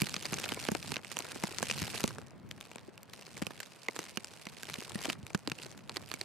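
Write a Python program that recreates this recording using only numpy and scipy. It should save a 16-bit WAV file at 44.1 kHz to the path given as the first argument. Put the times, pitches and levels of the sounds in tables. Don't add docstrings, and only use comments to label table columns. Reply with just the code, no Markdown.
import sys
import numpy as np
from scipy import signal
from scipy.fft import rfft, irfft, next_fast_len
from scipy.io import wavfile
from scipy.ndimage import uniform_filter1d, map_coordinates

SR = 44100
rng = np.random.default_rng(int(sys.argv[2]) if len(sys.argv) > 2 else 0)


def to_wav(s):
    ch = np.atleast_2d(s).T
    pcm = np.round(np.clip(ch, -1, 1) * 32767)
    wavfile.write(sys.argv[1], SR, pcm.astype(np.int16))


N = 275184
TOP_HZ = 16600


def amp(db):
    return 10 ** (np.asarray(db) / 20)


def unit(x):
    return x / np.sqrt(np.mean(x ** 2) + 1e-20)


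def along(points, hz):
    freqs, values = np.transpose(points)
    return np.interp(np.log(hz + 1), np.log(freqs + 1), values)


def curves(rows):
    times, *columns = np.transpose(rows)
    return [np.interp(np.arange(N) / SR, times, column) for column in columns]


def wobble(per_s):
    return map_coordinates(rng.standard_normal(int(N * per_s / SR) + 4), [np.arange(N) * per_s / SR])


def hump(hz, centre_hz, octaves, depth_db):
    floor = amp(-depth_db) ** 2
    return 10 * np.log10(floor + np.exp(-.5 * (np.log2((hz + 1) / centre_hz) / octaves) ** 2))


def coloured(x, gain_db):
    size = 2 * next_fast_len(x.shape[-1])
    cepstrum = irfft(gain_db(np.fft.rfftfreq(size, 1 / SR)) * np.log(10) / 20)
    cepstrum[1:size // 2] *= 2
    cepstrum[size // 2 + 1:] = 0
    return irfft(rfft(x, size) * np.exp(rfft(cepstrum)), size)[..., :x.shape[-1]]


def at_level(x, db):
    return amp(db) * x / np.sqrt(np.sum(x ** 2) / 2 / (.01 * SR) + 1e-20)


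def add(out, start_s, sound):
    room = out[:, round(start_s * SR):][:, :sound.shape[1]]
    room += sound[:, :room.shape[1]]


# frequency in Hz, likeness (1 the same, 0 unrelated).
LIKENESS = [(50, -0.18), (150, -0.05), (400, 0.25), (1000, 0.8), (2300, 0.89), (4500, 0.44), (8000, 0.51),
            (12000, -0.055)]
def stereo(pair, tone):
    angle = lambda hz: np.arccos(np.clip(along(LIKENESS, hz), -.98, .98)) / 2
    mid = coloured(pair[0], lambda hz: along(tone, hz) + 20 * np.log10(np.cos(angle(hz))))
    side = coloured(pair[1], lambda hz: along(tone, hz) + 20 * np.log10(np.sin(angle(hz))))
    return unit(np.array([mid + side, mid - side]))


def grains(per_s, spread_db, life_ms, hiss, variety_db, count=1):
    landings = np.flatnonzero(rng.random(N) < per_s / SR)
    size_db = spread_db * np.minimum(rng.standard_normal(N), 1.8)
    share_db = variety_db * np.clip(rng.standard_normal((count, N)), -1.5, 1.5)
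    energy = np.zeros((count, N))
    energy[:, landings] = amp((size_db + share_db)[:, landings]) ** 2
    power = signal.lfilter([1], [1, -np.exp(-2000 / (SR * life_ms))], energy)
    power /= np.abs(uniform_filter1d(power, SR // 12, axis=1)) + 1e-12
    return np.sqrt(power + hiss ** 2)[:, None] * rng.standard_normal((count, 2, N))


# time in seconds, crisp level in dB, muffled level in dB.
FLURRIES = [(0, -42.5, -52), (0.2, -51.5, -57.5), (0.3, -44, -49.5), (0.63, -44.5, -47.5),
            (0.76, -51.5, -60), (0.94, -45.5, -48.5), (1.0, -64.5, -57), (1.1, -51.5, -63),
            (1.25, -51, -49.5), (1.38, -50.5, -52), (1.58, -47, -52), (1.7, -44.5, -51.5), (2.0, -43, -48),
            (2.3, -71.5, -64), (2.47, -73.5, -68.5), (2.62, -61, -65.5), (3.04, -71, -70), (3.2, -58, -61),
            (3.88, -60, -69), (3.98, -51.5, -54.5), (4.1, -57, -64), (4.58, -56, -62), (4.78, -48, -54),
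            (4.92, -50.5, -52), (5.1, -43, -48.5), (5.17, -67, -64.5), (5.54, -64, -68), (5.62, -51, -54.5),
            (5.83, -69, -67), (5.97, -54.5, -54), (6.05, -59, -60), (6.24, -55, -64)]
# pitch in Hz, width in octaves, gain in dB, left over right in dB.
CRISP_GRAINS = [(1750, 0.4, -10.5, -6), (2630, 0.19, -7, -1), (4340, 0.27, -4.5, -1.5),
                (8300, 0.45, -6, -1)]
# frequency in Hz, gain in dB.
COVER_TONE = [(500, -9), (1300, 0.5), (9000, 5.5), (10500, 2), (12500, 2.5), (15000, -5), (16500, -24)]
# frequency in Hz, gain in dB.
MUFFLED_TONE = [(150, -27.5), (330, 7), (450, 6), (620, 2.5), (1000, 2), (1350, -0.5), (2300, -3),
                (5000, -111)]
def crunch():
    crisp_db, muffled_db = curves(FLURRIES)
    hz = np.geomspace(200, TOP_HZ, 80)
    crisp = np.zeros((2, N))
    streams = grains(per_s=500, spread_db=6.5, life_ms=0.71, hiss=0.3, variety_db=2.5,
                     count=len(CRISP_GRAINS))
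    for stream, (centre_hz, octaves, db, pan_db) in zip(streams, CRISP_GRAINS):
        tone = np.c_[hz, along(COVER_TONE, hz) + hump(hz, centre_hz, octaves, depth_db=24)]
        crisp += amp(db) * stereo(stream, tone) * amp([[pan_db / 2], [-pan_db / 2]])
    soft = grains(per_s=300, spread_db=8.0, life_ms=2.9, hiss=0.48, variety_db=12.0)[0]
    flutter = amp(0.86 * wobble(per_s=17))
    return flutter * (amp(crisp_db) * crisp + amp(muffled_db) * stereo(soft, MUFFLED_TONE))


# time in seconds, rumble level in dB.
GUSTS = [(0, -44.5), (0.2, -53), (0.36, -49), (0.95, -48.5), (1.03, -57), (1.32, -56), (1.85, -47),
         (2.2, -49), (2.32, -60), (2.48, -50), (2.72, -60.5), (3.2, -61.5), (3.45, -55.5), (3.75, -70),
         (4.0, -62), (4.5, -62), (5.1, -50), (5.42, -58.5), (5.9, -54.5), (6.24, -56.5)]
# frequency in Hz, gain in dB.
RUMBLE_TONE = [(20, -27), (45, -30), (80, -3.5), (125, 1), (210, -1.5), (300, -8), (450, -19),
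               (1200, -52.5)]
def wind():
    rumble_db, = curves(GUSTS)
    lumps = amp(3.1 * np.array([wobble(per_s=22), wobble(per_s=22.06)]))
    rumble = amp(rumble_db) * unit(lumps * stereo(rng.standard_normal((2, N)), RUMBLE_TONE))
    gust_db = rumble_db - rumble_db.mean()
    buffet_tone = [(20, -15), (45, 2.0), (75, 5), (110, 14), (200, -11.0), (500, -50)]
    buffet = stereo(rng.standard_normal((2, N)), buffet_tone)
    return rumble + amp(rumble_db + 0.13 * gust_db - 13.5) * buffet * amp([[3.5], [-6]])


# frequency in Hz, gain in dB.
TOWN_TONE = [(20, -29), (60, -16), (150, 6), (300, -4), (600, -2.5), (1000, -7.5), (1600, -13),
             (2600, -17.5), (4000, -25), (10000, -49), (13000, -42), (16000, -41)]
def town(level_db):
    return amp(level_db) * stereo(rng.standard_normal((2, N)), TOWN_TONE)


def burst(t, crumble_ms, crumbs, apart, dryness):
    noise = rng.standard_normal((3, len(t))) * np.exp(-t * 1000 / max(crumble_ms, .1))
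    debris = noise[0] + apart * noise[1:]
    pair = (t == 0) + crumbs * debris / np.linalg.norm(debris[0])
    power = np.mean(np.abs(rfft(pair, 2 * next_fast_len(len(t)))) ** 2, axis=0)
    return coloured(pair, lambda hz: -dryness * 10 * np.log10(power + .01))


def uneven(hz, depth_db, count=24):
    log_hz = np.linspace(np.log(200), np.log(TOP_HZ), count)
    return depth_db * np.interp(np.log(hz + 1), log_hz, rng.standard_normal(count))


# frequency in Hz, gain in dB.
CRACK_TONE = [(100, -54), (600, -10), (1300, 1.5), (1900, 3), (2500, 5), (3300, 1), (4500, 0.5),
              (6200, -4.5), (9000, -46)]
FIZZ_TONE = [(300, -67), (3500, -19.5), (6500, 15), (8800, 11.5), (10500, 6), (12500, 4), (15000, -6),
             (16500, -36)]
KNOCK_TONE = [(60, -65), (150, -9.5), (300, 2), (430, 5), (600, 2), (1000, -0.5), (1350, -6), (2200, -13.5),
              (5000, -93)]
def flake(crack_db, crack_hz, crumble_ms, fizz_db, knock_db, pan_db):
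    t = np.arange(SR // 70) / SR
    ring = lambda hz: along(CRACK_TONE, hz) + hump(hz, crack_hz, octaves=0.11, depth_db=8)
    crack = burst(t, 1.24 * crumble_ms, crumbs=4.3, apart=0.27, dryness=0.63)
    crack = coloured(crack, lambda hz: ring(hz) + uneven(hz, depth_db=2.5, count=48))
    fizz = burst(t, 1.08 * crumble_ms, crumbs=10.0, apart=1.0, dryness=0.55)
    fizz = coloured(fizz, lambda hz: along(FIZZ_TONE, hz) + uneven(hz, depth_db=4.5))
    knock = burst(t, crumble_ms=4.5, crumbs=1.0, apart=1.0, dryness=0.56)
    knock = coloured(knock, lambda hz: along(KNOCK_TONE, hz) + uneven(hz, depth_db=3.0))
    knock = np.pad(knock, ((0, 0), (SR // 3000, 0)))[:, :len(t)]
    snap = at_level(crack, crack_db) - at_level(fizz, fizz_db) + at_level(knock, knock_db)
    return snap * unit(amp([[pan_db / 2], [-pan_db / 2]]))


# start in seconds, crack level in dB, crack pitch in Hz,
# base crumbling time in ms, fizz level in dB, knock level in dB, left over right in dB.
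BIG_FLAKES = [(0.0184, -29.5, 2570, 1.3, -34.5, -44, -7), (0.069, -38, 4400, 1.3, -46, -48, -9),
              (0.0943, -44, 4270, 1.2, -44.5, -53, -4), (0.1417, -34.5, 5630, 0.92, -45, -49, -1),
              (0.1647, -36.5, 4000, 1.2, -44.5, -47, 0), (0.2542, -36, 4700, 3.5, -45, -41.5, 1),
              (0.3246, -54, 1420, 1.4, -45, -42, -20), (0.3325, -39, 2540, 0.68, -48, -39.5, -1),
              (0.341, -42.5, 6200, 0.7, -38, -46, 2), (0.4393, -39.5, 2670, 1.3, -56, -45, -3),
              (0.4899, -38, 2330, 0.8, -46, -49, -12), (0.5208, -38.5, 2860, 1, -49, -37.5, 2),
              (0.687, -35, 1680, 0.5, -47, -30.5, -1), (0.7169, -47, 5960, 1.1, -41.5, -38.5, -6),
              (0.7499, -35.5, 1810, 0.9, -45, -33.5, 9), (0.919, -37, 4160, 0.6, -41, -42, -8),
              (0.9416, -41.5, 2520, 0.73, -49, -63, 2), (0.959, -40.5, 4030, 0.77, -57, -65, -16),
              (0.9666, -35, 2830, 0.96, -54, -40.5, -0.5), (1.047, -45.5, 2050, 1, -51.5, -60, -13),
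              (1.1162, -43, 2080, 3.6, -44.5, -47, -9), (1.1691, -36.5, 2840, 0.23, -43, -41, -9),
              (1.1895, -41.5, 6240, 0.34, -35, -54, -15), (1.2038, -42.5, 4270, 1.2, -51, -43, 6),
              (1.318, -44.5, 4400, 0.5, -49, -58, 0.5), (1.437, -36, 2080, 1.9, -40, -33, 2),
              (1.585, -36.5, 4850, 0.32, -40, -47.5, 14), (1.6278, -35, 1630, 1.1, -38, -32, -4.5),
              (1.6992, -33.5, 2560, 0.76, -58, -43, 1), (1.7119, -31.5, 2730, 0.41, -42, -48, 1),
              (1.8184, -38, 6900, 1.8, -43.5, -50.5, 1), (1.9428, -42, 2680, 5.0, -47.5, -48, -12.5),
              (2.0398, -34, 3800, 0.49, -37, -31, -3), (2.0775, -39, 6600, 0.54, -41.5, -53, 3.5),
              (2.1838, -51, 1500, 1.1, -54, -42, 4), (2.5123, -42, 3300, 0.4, -51, -54, 3),
              (2.6105, -46.5, 3370, 0.36, -51.5, -58, 1), (2.7148, -51.5, 2400, 1.8, -57, -51.5, 3),
              (2.758, -52, 2380, 0.99, -51, -49.5, 9), (2.783, -51, 1750, 1.1, -63, -54.5, -7),
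              (2.978, -51, 2890, 0.58, -59.5, -61, 0), (3.0312, -58, 6300, 0.5, -54.5, -67, 1),
              (3.1349, -47.5, 3970, 1.1, -52.5, -63, 1), (3.369, -47.5, 2020, 1.4, -55, -52, -1),
              (3.3775, -51, 5440, 2.4, -51, -49.5, -4), (3.4183, -45, 1770, 1.7, -49, -41.5, 6),
              (3.4233, -41, 1940, 1.2, -49, -49, 3), (3.4676, -37.5, 2650, 1.1, -43, -42, -8),
              (3.5067, -49.5, 1620, 4.1, -58, -44.5, -7), (3.6025, -40, 1600, 2.7, -44, -49.5, -7.5),
              (3.6304, -46.5, 4680, 3.6, -52.5, -55, 6), (3.885, -32, 2150, 0.37, -48.5, -34.5, -1),
              (3.9628, -45, 1550, 1.0, -47, -43, -5), (3.9908, -41, 6400, 1.7, -42.5, -37.5, -1),
              (4.1726, -33.5, 2630, 1.6, -43, -42, -11), (4.2453, -44.5, 5140, 0.63, -45, -55, 0),
              (4.4686, -42.5, 2130, 1.35, -54, -49.5, 0), (4.6322, -42, 1690, 0.75, -45, -50.5, -7),
              (4.6984, -43, 2140, 1.1, -50, -49.5, 0), (4.7404, -39.5, 3700, 0.57, -46.5, -69, -1),
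              (4.9564, -43.5, 1870, 1.1, -47, -50, 1.5), (5.0547, -37.5, 3000, 0.8, -41.5, -38, 3),
              (5.0996, -32.5, 2770, 1.16, -43, -38.5, -1.5), (5.1296, -43, 3550, 0.72, -46, -62, 0),
              (5.2666, -47.5, 3800, 0.56, -53, -58, 1.5), (5.3036, -51.5, 2390, 0.9, -60, -51, 0.5),
              (5.3471, -33, 1570, 2.9, -42, -39.5, -2.5), (5.4747, -36, 4550, 1, -45.5, -41, -4.5),
              (5.4989, -45, 3800, 0.36, -49, -64.5, -2), (5.5173, -35, 2580, 1.4, -47.5, -46, 1.5),
              (5.5872, -47.5, 2900, 0.51, -63, -55.5, -12), (5.8952, -40, 4330, 0.34, -50.5, -44.5, 1.5),
              (5.961, -44, 3480, 0.74, -49, -49, 1), (5.9685, -35.5, 4200, 1.8, -46.5, -40.5, -5.5),
              (6.1154, -38.5, 4080, 0.61, -47, -45.5, -7), (6.1393, -39.5, 2380, 2.4, -41.5, -48, -10),
              (6.2128, -36, 4200, 0.91, -45, -46, -3.5)]
def big_flakes():
    out = np.zeros((2, N))
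    for start_s, *settings in BIG_FLAKES:
        add(out, start_s, flake(*settings))
    return out


def thump(hz, ring_s, rock_db, swell_ms):
    t = np.arange(SR // 12) / SR

    def mode(ratio, fade_s):
        mode_hz = hz * ratio * np.exp(rng.normal(0, .03))
        return amp(-60 * t / fade_s) * np.sin(2 * np.pi * mode_hz * t)

    bob = mode(0.93, ring_s) + amp(-1.5) * mode(1.36, .5 * ring_s)
    rock = mode(0.74, ring_s) - amp(-2) * mode(0.99, ring_s) + amp(2.5) * mode(1.9, 0.53 * ring_s)
    pair = bob + amp(rock_db) * rng.choice([-1, 1]) * np.array([rock, -rock])
    swell = 1 - np.exp(-t * 1000 / swell_ms)
    return signal.sosfilt(signal.butter(2, [85, 900], "bandpass", fs=SR, output="sos"), -pair * swell)


# start in seconds, level in dB, base pitch in Hz.
HEAVY_SNOW = [(0.0192, -26, 200), (0.0341, -35.5, 215), (0.1655, -43, 215), (0.325, -34, 233),
              (0.358, -44, 210), (0.5202, -38.5, 275), (0.6871, -32, 252), (0.7177, -30, 228),
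              (0.7502, -43, 350), (0.9212, -38.5, 235), (0.9664, -49, 230), (1.3598, -44, 304),
              (1.438, -31, 231), (1.6283, -39.5, 236), (1.711, -44.5, 212), (1.818, -35, 167),
              (1.8283, -35, 115), (2.04, -27, 244), (2.1838, -49, 190), (2.758, -48.5, 248),
              (2.8831, -45, 411), (3.4182, -39.5, 290), (3.4216, -33, 219), (3.4688, -43, 207),
              (3.8861, -46, 246), (3.9915, -46, 200), (4.1732, -37.5, 240), (4.4678, -44.5, 210),
              (4.7844, -41.5, 258), (4.9545, -32.5, 228), (5.0557, -47, 290), (5.0833, -34.5, 330),
              (5.1, -43, 240), (5.232, -43, 103), (5.347, -27.5, 211), (5.4759, -36, 318),
              (5.517, -39.5, 184), (6.1389, -47, 266)]
def heavy_snow():
    out = np.zeros((2, N))
    for start_s, db, hz in HEAVY_SNOW:
        add(out, start_s, at_level(thump(hz, ring_s=0.032, rock_db=-4.5, swell_ms=2.4), db))
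    return out


def small_flakes(usual_per_s, doubling_db, chances=500):
    out = np.zeros((2, N))
    flurry_db = curves(FLURRIES)[0]
    rise_db = flurry_db - flurry_db.mean()
    draws = rng.random((chances, 2))
    traits = np.clip(rng.standard_normal((chances, 5)), -2, 2)
    for (when, luck), (size, note, crumble, weight, side) in zip(draws, traits):
        i = int(when * N)
        per_s = usual_per_s * 2 ** (rise_db[i] / doubling_db)
        if luck * chances < per_s * N / SR:
            crack_db = -54.5 + 0.71 * rise_db[i] + 2.0 * size
            crack_hz = 3550 * np.exp(0.45 * note)
            crumble_ms = 0.43 * np.exp(0.51 * crumble)
            fizz_db = crack_db - 6.5 + 5.5 * np.log2(crack_hz / 3100)
            knock_db = crack_db - 9.5 + 3.5 * weight
            pan_db = -1 + 6 * side
            add(out, i / SR, flake(crack_db, crack_hz, crumble_ms, fizz_db, knock_db, pan_db))
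    return out


def scene():
    flakes = big_flakes() + heavy_snow() + small_flakes(usual_per_s=28, doubling_db=28.5)
    return flakes + crunch() + wind() + town(level_db=-59.5)


def record(dry):
    size, ceiling = next_fast_len(N + SR // 4), .235
    rounded = dry / (1 + np.abs(dry / ceiling) ** 6) ** (1 / 6)
    in_band = np.fft.rfftfreq(size, 1 / SR) < TOP_HZ
    return irfft(rfft(rounded, size) * in_band, size)[:, :N]


dry = scene()
out = record(dry)
to_wav(out)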